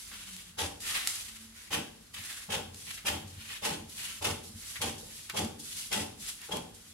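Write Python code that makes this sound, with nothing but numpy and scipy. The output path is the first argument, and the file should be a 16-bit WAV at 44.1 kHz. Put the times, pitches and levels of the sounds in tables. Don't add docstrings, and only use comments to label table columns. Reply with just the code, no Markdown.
import sys
import numpy as np
from scipy import signal
from scipy.fft import rfft, irfft, next_fast_len
from scipy.io import wavfile
from scipy.ndimage import map_coordinates

SR = 44100
rng = np.random.default_rng(int(sys.argv[2]) if len(sys.argv) > 2 else 0)


def master(y):
    cut = np.clip(np.atleast_2d(y).T, -1, 1)
    pcm = np.round(cut * 32767)
    wavfile.write(sys.argv[1], SR, pcm.astype(np.int16))


N = 305613
TIME = np.arange(N) / SR

# start t/s, hardest bite t/s, blades shut t/s, crunch level/dB, fibre fizz level/dB,
# change of level when shut/dB, table knock level/dB, table boom level/dB, deep thud level/dB,
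# blade ring level/dB, drag after the cut level/dB
CUTS = [(0.578, 0.595, 0.67, -35.5, -35.5, -8, -38.5, -42.5, -44.5, -50, -57),
        (1.71, 1.738, 1.8, -30, -34.5, -14.5, -39.5, -38, -47.5, -61, -75),
        (2.496, 2.532, 2.593, -32, -37, -13, -39.5, -43, -44.5, -54, -51),
        (3.052, 3.075, 3.166, -30.5, -34, -16, -41, -41.5, -41.5, -55, -50),
        (3.623, 3.65, 3.75, -32.5, -35.5, -10.5, -39.5, -40, -49.5, -54, -55),
        (4.217, 4.25, 4.322, -34.5, -35.5, -7, -37, -40, -43, -60, -53),
        (4.81, 4.819, 4.905, -32.5, -32, -11.5, -40, -40.5, -46.5, -47, -53),
        (5.341, 5.377, 5.455, -35.5, -36.5, -13, -38.5, -35.5, -43, -44, -54.5),
        (5.911, 5.932, 6.03, -34, -33.5, -8, -40.5, -39, -53, -49, -64),
        (6.506, 6.518, 6.58, -41.5, -42, -4, -37.5, -38, -51, -39.5, -67)]
# f/Hz, width f/Hz, relative level/dB
TABLE_MODES = [(88.2, 13.6, 4), (131.6, 32, -3), (145.7, 29, -0.5), (221.4, 12.4, 3), (237, 22, -4.5),
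               (286.6, 11, -0.5), (329.6, 23, -4), (405.6, 23.6, -3), (468.6, 29, -2), (538, 19.4, -3),
               (599, 24, -2), (746.7, 31, -1), (784, 56, -1), (879, 45, -2.5), (1022, 43, -8.5),
               (1140, 51, -11), (1240, 53, -18), (1477, 51, -14.5)]
# f/Hz, relative level/dB per Hz
SNAP_COLOUR = [(300, -25), (900, -12), (1600, -8.5), (3000, -4.5), (5000, -1), (7500, -0.5), (11500, -6.5),
               (14000, -27), (16000, -15)]


def amp(db):
    return 10 ** (np.asarray(db) / 20)


def unit(x):
    return x / np.sqrt(np.mean(x ** 2) + 1e-20)


def along(points, hz):
    f, value = np.transpose(points)
    return np.interp(np.log(hz + 1), np.log(f), value)


def wobble(rate):
    coarse = TIME[::32]
    knots = rng.standard_normal(N // 64)
    return np.interp(TIME, coarse, map_coordinates(knots, [coarse * rate], mode="wrap"))


def filtered(x, response):
    m = next_fast_len(N + SR)
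    return irfft(rfft(x, m) * response(np.fft.rfftfreq(m, 1 / SR)), m)[..., :N]


def colour(points):
    def response(hz):
        cepstrum = irfft(np.log(unit(amp(along(points, hz)))))
        half = len(cepstrum) // 2
        folded = np.r_[cepstrum[0], 2 * cepstrum[1:half], np.zeros(half)]
        return np.exp(rfft(folded))
    return response


def spread(pair):
    # f/Hz, likeness
    likeness = [(100, 0.98), (200, 0.44), (330, 0.42), (650, -0.4), (1300, 0.54), (2500, -0.072),
                (12000, -0.0076)]

    def shares(hz):
        turn = np.arccos(np.clip(along(likeness, hz), -1, 1)) / 2
        return np.array([np.cos(turn), np.sin(turn)])
    mid, side = filtered(pair, shares)
    return np.array([mid + side, mid - side])


def crackle(rate, scatter_db):
    hit = rng.random(N) < rate / SR
    size, sign = rng.standard_normal((N // 2, 2))[:hit.sum()].T
    slips = np.zeros(N)
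    slips[hit] = amp(scatter_db * np.clip(size, -2, 2)) * np.sign(sign)
    return unit(slips)


def wide_crackle(rate, scatter_db):
    return np.array([crackle(rate, scatter_db), crackle(rate, scatter_db)])


def stroke(times, levels_db):
    times = np.maximum.accumulate(times)
    inside = slice(*np.searchsorted(TIME, [times[0], times[-1]]))
    gain = np.zeros(N)
    gain[inside] = amp(np.interp(TIME[inside], times, levels_db))
    return gain


def ringing(modes, hz):
    total = 0
    for k, (centre, width, db) in enumerate(modes):
        damping = 1j * hz * width
        resonance = damping / (centre * centre - hz * hz + damping)
        total = total + amp(db) * resonance * (-1) ** k
    return total


def struck(force, modes, lo_hz, hi_hz):
    def response(hz):
        low_pass = 1 + (hz / hi_hz) ** 6
        high_pass = 1 + (lo_hz / (hz + 1)) ** 6
        h = ringing(modes, hz) / low_pass / high_pass
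        return h / np.sqrt(np.mean(np.abs(h) ** 2))
    return filtered(force, response)


def room(x, near_t60, wet_db, size=8192):
    # f/Hz, t/s
    wall_t60 = [(100, 0.47), (400, 0.76), (1000, 0.45), (3000, 0.45), (8000, 0.47), (15000, 0.48)]
    t = np.arange(2 * size) / SR
    norm = lambda h: h / np.linalg.norm(h, axis=-1, keepdims=True)
    hz, age, z = signal.stft(rng.standard_normal((2, len(t))), SR, nperseg=256)
    fade = amp(-60 * age / along(wall_t60, hz)[:, None])
    tail = signal.istft(z * fade, SR, nperseg=256)[1]
    walls = amp(wet_db) * norm(tail * (1 - np.exp(-t / 0.0042)))
    scatter = amp(-60 * t / near_t60)
    out = np.zeros((2, N + 3 * size))
    for i in range(0, N, size):
        paths = norm(rng.standard_normal((2, len(t))) * scatter) + walls
        block = np.pad(x, (0, size))[None, i:i + size]
        out[:, i:i + 3 * size - 1] += signal.fftconvolve(block, paths, axes=1)
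    return spread(out[:, :N])


def room_tone():
    # f/Hz, relative level/dB per Hz
    murmur = [(20, -30), (50, 7.5), (95, -19), (140, -18.5), (215, -6.5), (400, -13.5), (700, -17.5),
              (1500, -14), (4000, -16), (11500, -27.5), (16000, -32)]
    noise = rng.standard_normal((2, N))
    return amp(-60) * spread(filtered(noise, colour(murmur)))


def hum():
    # start t/s, loudest t/s, end t/s, pitch when loudest f/Hz, glide/(Hz per s), level/dB
    hums = [(0.0, 0.172, 0.34, 209, -62, -59.5), (0.231, 0.346, 0.43, 186, -69, -49.5),
            (0.388, 0.5, 0.65, 177.5, -59.5, -56), (1.284, 1.448, 1.66, 223, 15.5, -52)]
    swell_db = 16.5
    tone = np.zeros(N)
    for start, loudest, end, hz, glide, db in hums:
        phase = 2 * np.pi * np.cumsum(hz + glide * (TIME - loudest)) / SR
        gain = stroke([start, loudest, end], [db - swell_db, db, db - swell_db])
        tone += gain * (np.sin(phase) + amp(-25.0) * np.sin(2 * phase))
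    return tone * amp(1.1 * wobble(24.8))


def handling():
    # t/s, level/dB
    bumps = [(0.96, -56), (2.189, -50.5), (2.488, -44), (2.74, -57), (2.869, -56), (3.269, -51),
             (3.369, -50.5), (4.482, -56), (4.544, -44), (4.797, -47.5), (5.753, -54), (6.088, -55)]
    # t/s, level/dB
    blade_taps = [(0.114, -49), (2.487, -45.5), (4.797, -51), (5.025, -43), (5.299, -61), (5.349, -35),
                  (6.488, -37)]
    rise_s, lag_s, fade_db_per_s = 0.08, 0.051, 65
    pull = amp(-64.5)
    for _, _, shut, *_, drag_db in CUTS:
        s = shut + lag_s
        pull = pull + amp(drag_db) * stroke([s - rise_s, s, s + 1], [-12, 0, -fade_db_per_s])
    drag = pull * crackle(rate=600, scatter_db=6.5)
    nudges = sum(amp(db) * stroke([s - .008, s, s + 0.022], [-15, 5, -12]) for s, db in bumps)
    taps = sum(amp(db) * stroke([s - .001, s, s + 0.0028], [-15, 6, -15]) for s, db in blade_taps)
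    nudges = nudges * crackle(rate=900, scatter_db=0)
    taps = taps * crackle(rate=5000, scatter_db=0.0)
    soft = struck(drag, TABLE_MODES, lo_hz=54, hi_hz=248)
    soft = soft + struck(nudges, TABLE_MODES, lo_hz=50, hi_hz=223)
    ticks = struck(taps, TABLE_MODES, lo_hz=372, hi_hz=3000)
    return soft + room(ticks, near_t60=0.0076, wet_db=-3)


def snaps():
    # t/s, level/dB
    snap_list = [(0.138, -31), (0.3647, -24), (0.804, -28), (0.9504, -36), (1.0727, -4), (1.736, -22),
                 (2.142, -35), (2.238, -23.5), (2.327, -24.5), (2.37, -26.5), (2.5057, -34), (2.7444, -27),
                 (2.9102, -24), (4.013, -34), (4.225, -23), (5.2972, -18), (5.447, -21), (6.416, -26),
                 (6.569, -19.5)]
    pulses = np.zeros(N)
    for s, db in snap_list:
        pulses[round((s + .001) * SR)] = amp(db + 1)
    length = SR // 200
    splinter = rng.standard_normal(length) * np.linspace(1, 0, length)
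    cracks = amp(-21.0) * signal.lfilter(splinter, 1, pulses)
    crack = filtered(pulses + cracks, colour(SNAP_COLOUR))
    return crack + amp(-4.5) * room(crack, near_t60=0.02, wet_db=2)


def friction():
    # t/s, hiss level/dB
    openings = [(0.0, -45.5), (0.807, -44), (1.08, -37.5), (2.144, -46), (2.745, -49), (3.278, -52.5),
                (3.897, -47.5), (4.438, -46), (4.985, -45.5), (5.598, -44.5), (6.2, -45.5), (6.748, -53)]
    # t/s, length t/s, rub level/dB, pitch f/Hz
    catches = [(0.117, 0.12, -51.5, 1450), (0.951, 0.08, -36.5, 2300), (2.144, 0.053, -45.5, 2750),
               (2.168, 0.081, -46, 2502), (2.871, 0.07, -50, 2920), (2.91, 0.04, -49, 3000),
               (2.977, 0.089, -45.5, 2500), (4.759, 0.055, -44.5, 1950), (5.3, 0.03, -39, 1700)]
    # start t/s, fastest t/s, end t/s, swell/dB,
    # hiss of steel on paper level/dB, rub of the sheet level/dB, pitch of the rub f/Hz
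    pushes = [(0.0, 0.25, 0.48, 5.5, -48.5, -54, 2940), (0.852, 0.895, 1.013, 8, -35, -37.5, 2470),
              (1.01, 1.058, 1.474, 17.5, -40, -45, 2700), (1.569, 1.62, 1.67, 1, -52, -55.5, 1900),
              (2.184, 2.296, 2.44, 4, -45.5, -49.5, 2330), (2.78, 2.935, 2.99, 8, -45, -54, 2740),
              (3.32, 3.544, 3.61, 12.5, -46, -47, 2900), (3.92, 4.036, 4.19, 11.5, -40.5, -45.5, 3030),
              (4.548, 4.719, 4.8, 12, -41.5, -49.5, 2400), (5.08, 5.163, 5.28, 4.5, -48, -58, 2950),
              (5.651, 5.793, 5.89, 7.5, -40.5, -51, 3260), (6.224, 6.295, 6.32, 8, -38, -45.5, 2700),
              (6.418, 6.47, 6.485, 0.5, -51, -53.5, 2420), (6.77, 6.85, 7.1, 6, -57, -67, 3000)]
    open_attack_s, open_fade_db_per_s, catch_attack_s = 0.014, 126, 0.009
    push_attack_s, push_release_s = 0.049, 0.049
    edge_db = -12.5
    end_swell, rub_grows = 0.96, 1.21

    hiss = 0
    for s, db in openings:
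        hiss = hiss + amp(db) * stroke([s - open_attack_s, s, s + .5], [-20, 0, -open_fade_db_per_s / 2])
    rubs = []
    for s, length, db, hz in catches:
        rubs.append((amp(db) * stroke([s - catch_attack_s, s, s + length], [-20, 0, -30]), hz))
    for start, fastest, end, swell_db, steel_db, sheet_db, pitch_hz in pushes:
        corners = [start - push_attack_s, start, fastest, end, end + push_release_s]
        end_db = -end_swell * swell_db
        speed_db = np.array([edge_db - swell_db, -swell_db, 0, end_db, edge_db + end_db])
        hiss = np.hypot(hiss, stroke(corners, steel_db + speed_db))
        rubs.append((stroke(corners, sheet_db + rub_grows * speed_db), pitch_hz))
    resting_hiss = amp(-62.5)
    return np.hypot(hiss, resting_hiss), rubs


def sliding():
    # f/Hz, relative level/dB per Hz
    hiss_colour = [(1500, -27.5), (3300, -4.5), (4800, -3), (7500, -2.5), (10000, -2.5), (11700, -6.5),
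                   (13200, -14), (16000, -22)]
    # f/Hz, relative level/dB per Hz
    rub_colour = [(150, -14), (500, -14), (900, -9.5), (1300, -6), (2000, -1.5), (3100, -1.5), (4000, -3.5),
                  (7000, -19)]
    hiss, rubs = friction()
    grip = amp(1.58 * wobble(55))
    sheet_grip = grip * amp(1.85 * wobble(35))
    rub = sheet_grip * sum(gain for gain, _ in rubs)
    steel = filtered(hiss * grip * wide_crackle(rate=7000, scatter_db=0.5), colour(hiss_colour))
    sheet = filtered(rub * wide_crackle(rate=3500, scatter_db=2), colour(rub_colour))
    slips = sheet_grip * wide_crackle(rate=2500, scatter_db=4.0) * amp(-1)
    octaves = 0.22
    for hz in (1450, 2050, 3000):
        drive = 0
        for gain, pitch in rubs:
            distance = np.log2(pitch / hz) / octaves
            drive = drive + gain * np.exp(-distance ** 2 / 2)
        sheet += struck(slips * drive, [(hz, hz * 0.34, 0)], lo_hz=950, hi_hz=4030)
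    stray_fibres = hiss * amp(-18.5) * crackle(rate=22, scatter_db=3.5)
    snags = filtered(stray_fibres, colour(SNAP_COLOUR))
    rasp = spread(steel + sheet) + snags
    return rasp + amp(-8.0) * room(rasp[0], near_t60=0.07, wet_db=1.0)


def judder():
    knock, boom, thud = np.zeros((3, N))
    for start, bite, shut, _, _, _, hard_db, soft_db, deep_db, _, _ in CUTS:
        corners = [start - .008, start + 0.0045, bite + 0.012, shut - .015, shut + 0.027, shut + 0.14]
        knock += amp(hard_db - .5) * stroke(corners, [-6.5, -3, 0.5, -3.0, -13.5, -31.5])
        corners = [start - .01, start + 0.0037, bite, shut - .025, shut, shut + 0.033, shut + 0.19]
        press = stroke(corners, [-4, -12.0, -5.5, 3, -2, -11.0, -23.5])
        boom += press * amp(soft_db - 2.0)
        thud += press * amp(deep_db - 2)
    chatter = knock * wide_crackle(rate=900, scatter_db=6.0)
    knocks = spread(struck(chatter, TABLE_MODES, lo_hz=324, hi_hz=1820))
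    booms = struck(boom * crackle(rate=700, scatter_db=-0.5), TABLE_MODES, lo_hz=118, hi_hz=340)
    thuds = struck(thud * crackle(rate=700, scatter_db=7.0), TABLE_MODES, lo_hz=54, hi_hz=137)
    echo = room(knocks[0] + booms / 2, near_t60=0.078, wet_db=1)
    return knocks + booms + thuds + amp(-7) * echo


def cutting():
    # f/Hz, relative level/dB per Hz
    crunch_colour = [(200, -19), (500, -8.5), (900, -7.5), (1500, -3), (2200, -1.5), (2700, 2.5), (3300, 2),
                     (4000, -7), (6000, -11.5), (12000, -20)]
    # f/Hz, relative level/dB per Hz
    fizz_colour = [(1500, -29), (3500, -1.5), (5000, -0.5), (7500, -2), (10000, -2), (12000, -8.5),
                   (13500, -19), (16000, -53)]
    # f/Hz, width f/Hz, relative level/dB
    blade_modes = [(2560, 33, -9.5), (3140, 77, -15), (3262, 58, 4), (3340, 63, -1), (6650, 200, -12)]
    entry_db, swell_s, release_s = -9, 0.012, 0.049
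    crunch, fizz, grind = np.zeros((3, N))
    for start, bite, shut, low_db, high_db, shut_db, _, _, _, steel_db, _ in CUTS:
        corners = [start - .006, start + 0.006, bite - swell_s, bite - .005,
                   bite + 0.011, bite + 0.028, shut - .008, shut + release_s]
        effort = stroke(corners, [-26, entry_db, entry_db + 3.5, 0, 0, shut_db * 0.67, shut_db, -40])
        crunch += effort * amp(low_db)
        fizz += effort * amp(high_db)
        grind_corners = [start, bite, shut - .008, shut + release_s]
        grind += amp(steel_db) * stroke(grind_corners, [-20, 1.5, -14.5, -42])
    catch = amp(1.96 * wobble(170))
    sheet = filtered(crunch * catch * wide_crackle(rate=2200, scatter_db=3.0), colour(crunch_colour))
    fibres = filtered(fizz * catch * wide_crackle(rate=6000, scatter_db=-1.0), colour(fizz_colour))
    scrape = grind * wide_crackle(rate=900, scatter_db=5.5)
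    steel = struck(scrape, blade_modes, lo_hz=1500, hi_hz=8000)
    snip = spread(sheet + fibres + steel)
    return amp(-1.0) * snip + amp(-4.5) * room(snip[0], near_t60=0.043, wet_db=0.5)


def scene():
    background = room_tone() + hum() + handling()
    return background + snaps() + sliding() + judder() + cutting()


def record(dry):
    # f/Hz, left minus right level/dB
    lean = [(150, 0.9), (300, -0.5), (600, 1.5), (1300, 0), (2200, 1), (3100, 1.5), (4400, 0.5), (8000, 3),
            (11000, -8.5), (15000, -3.5)]

    def ports(hz):
        half_each = np.array([[.5], [-.5]])
        return amp(half_each * along(lean, hz)) * (hz < 15800)
    return filtered(dry, ports)


dry = scene()
out = record(dry)
master(out)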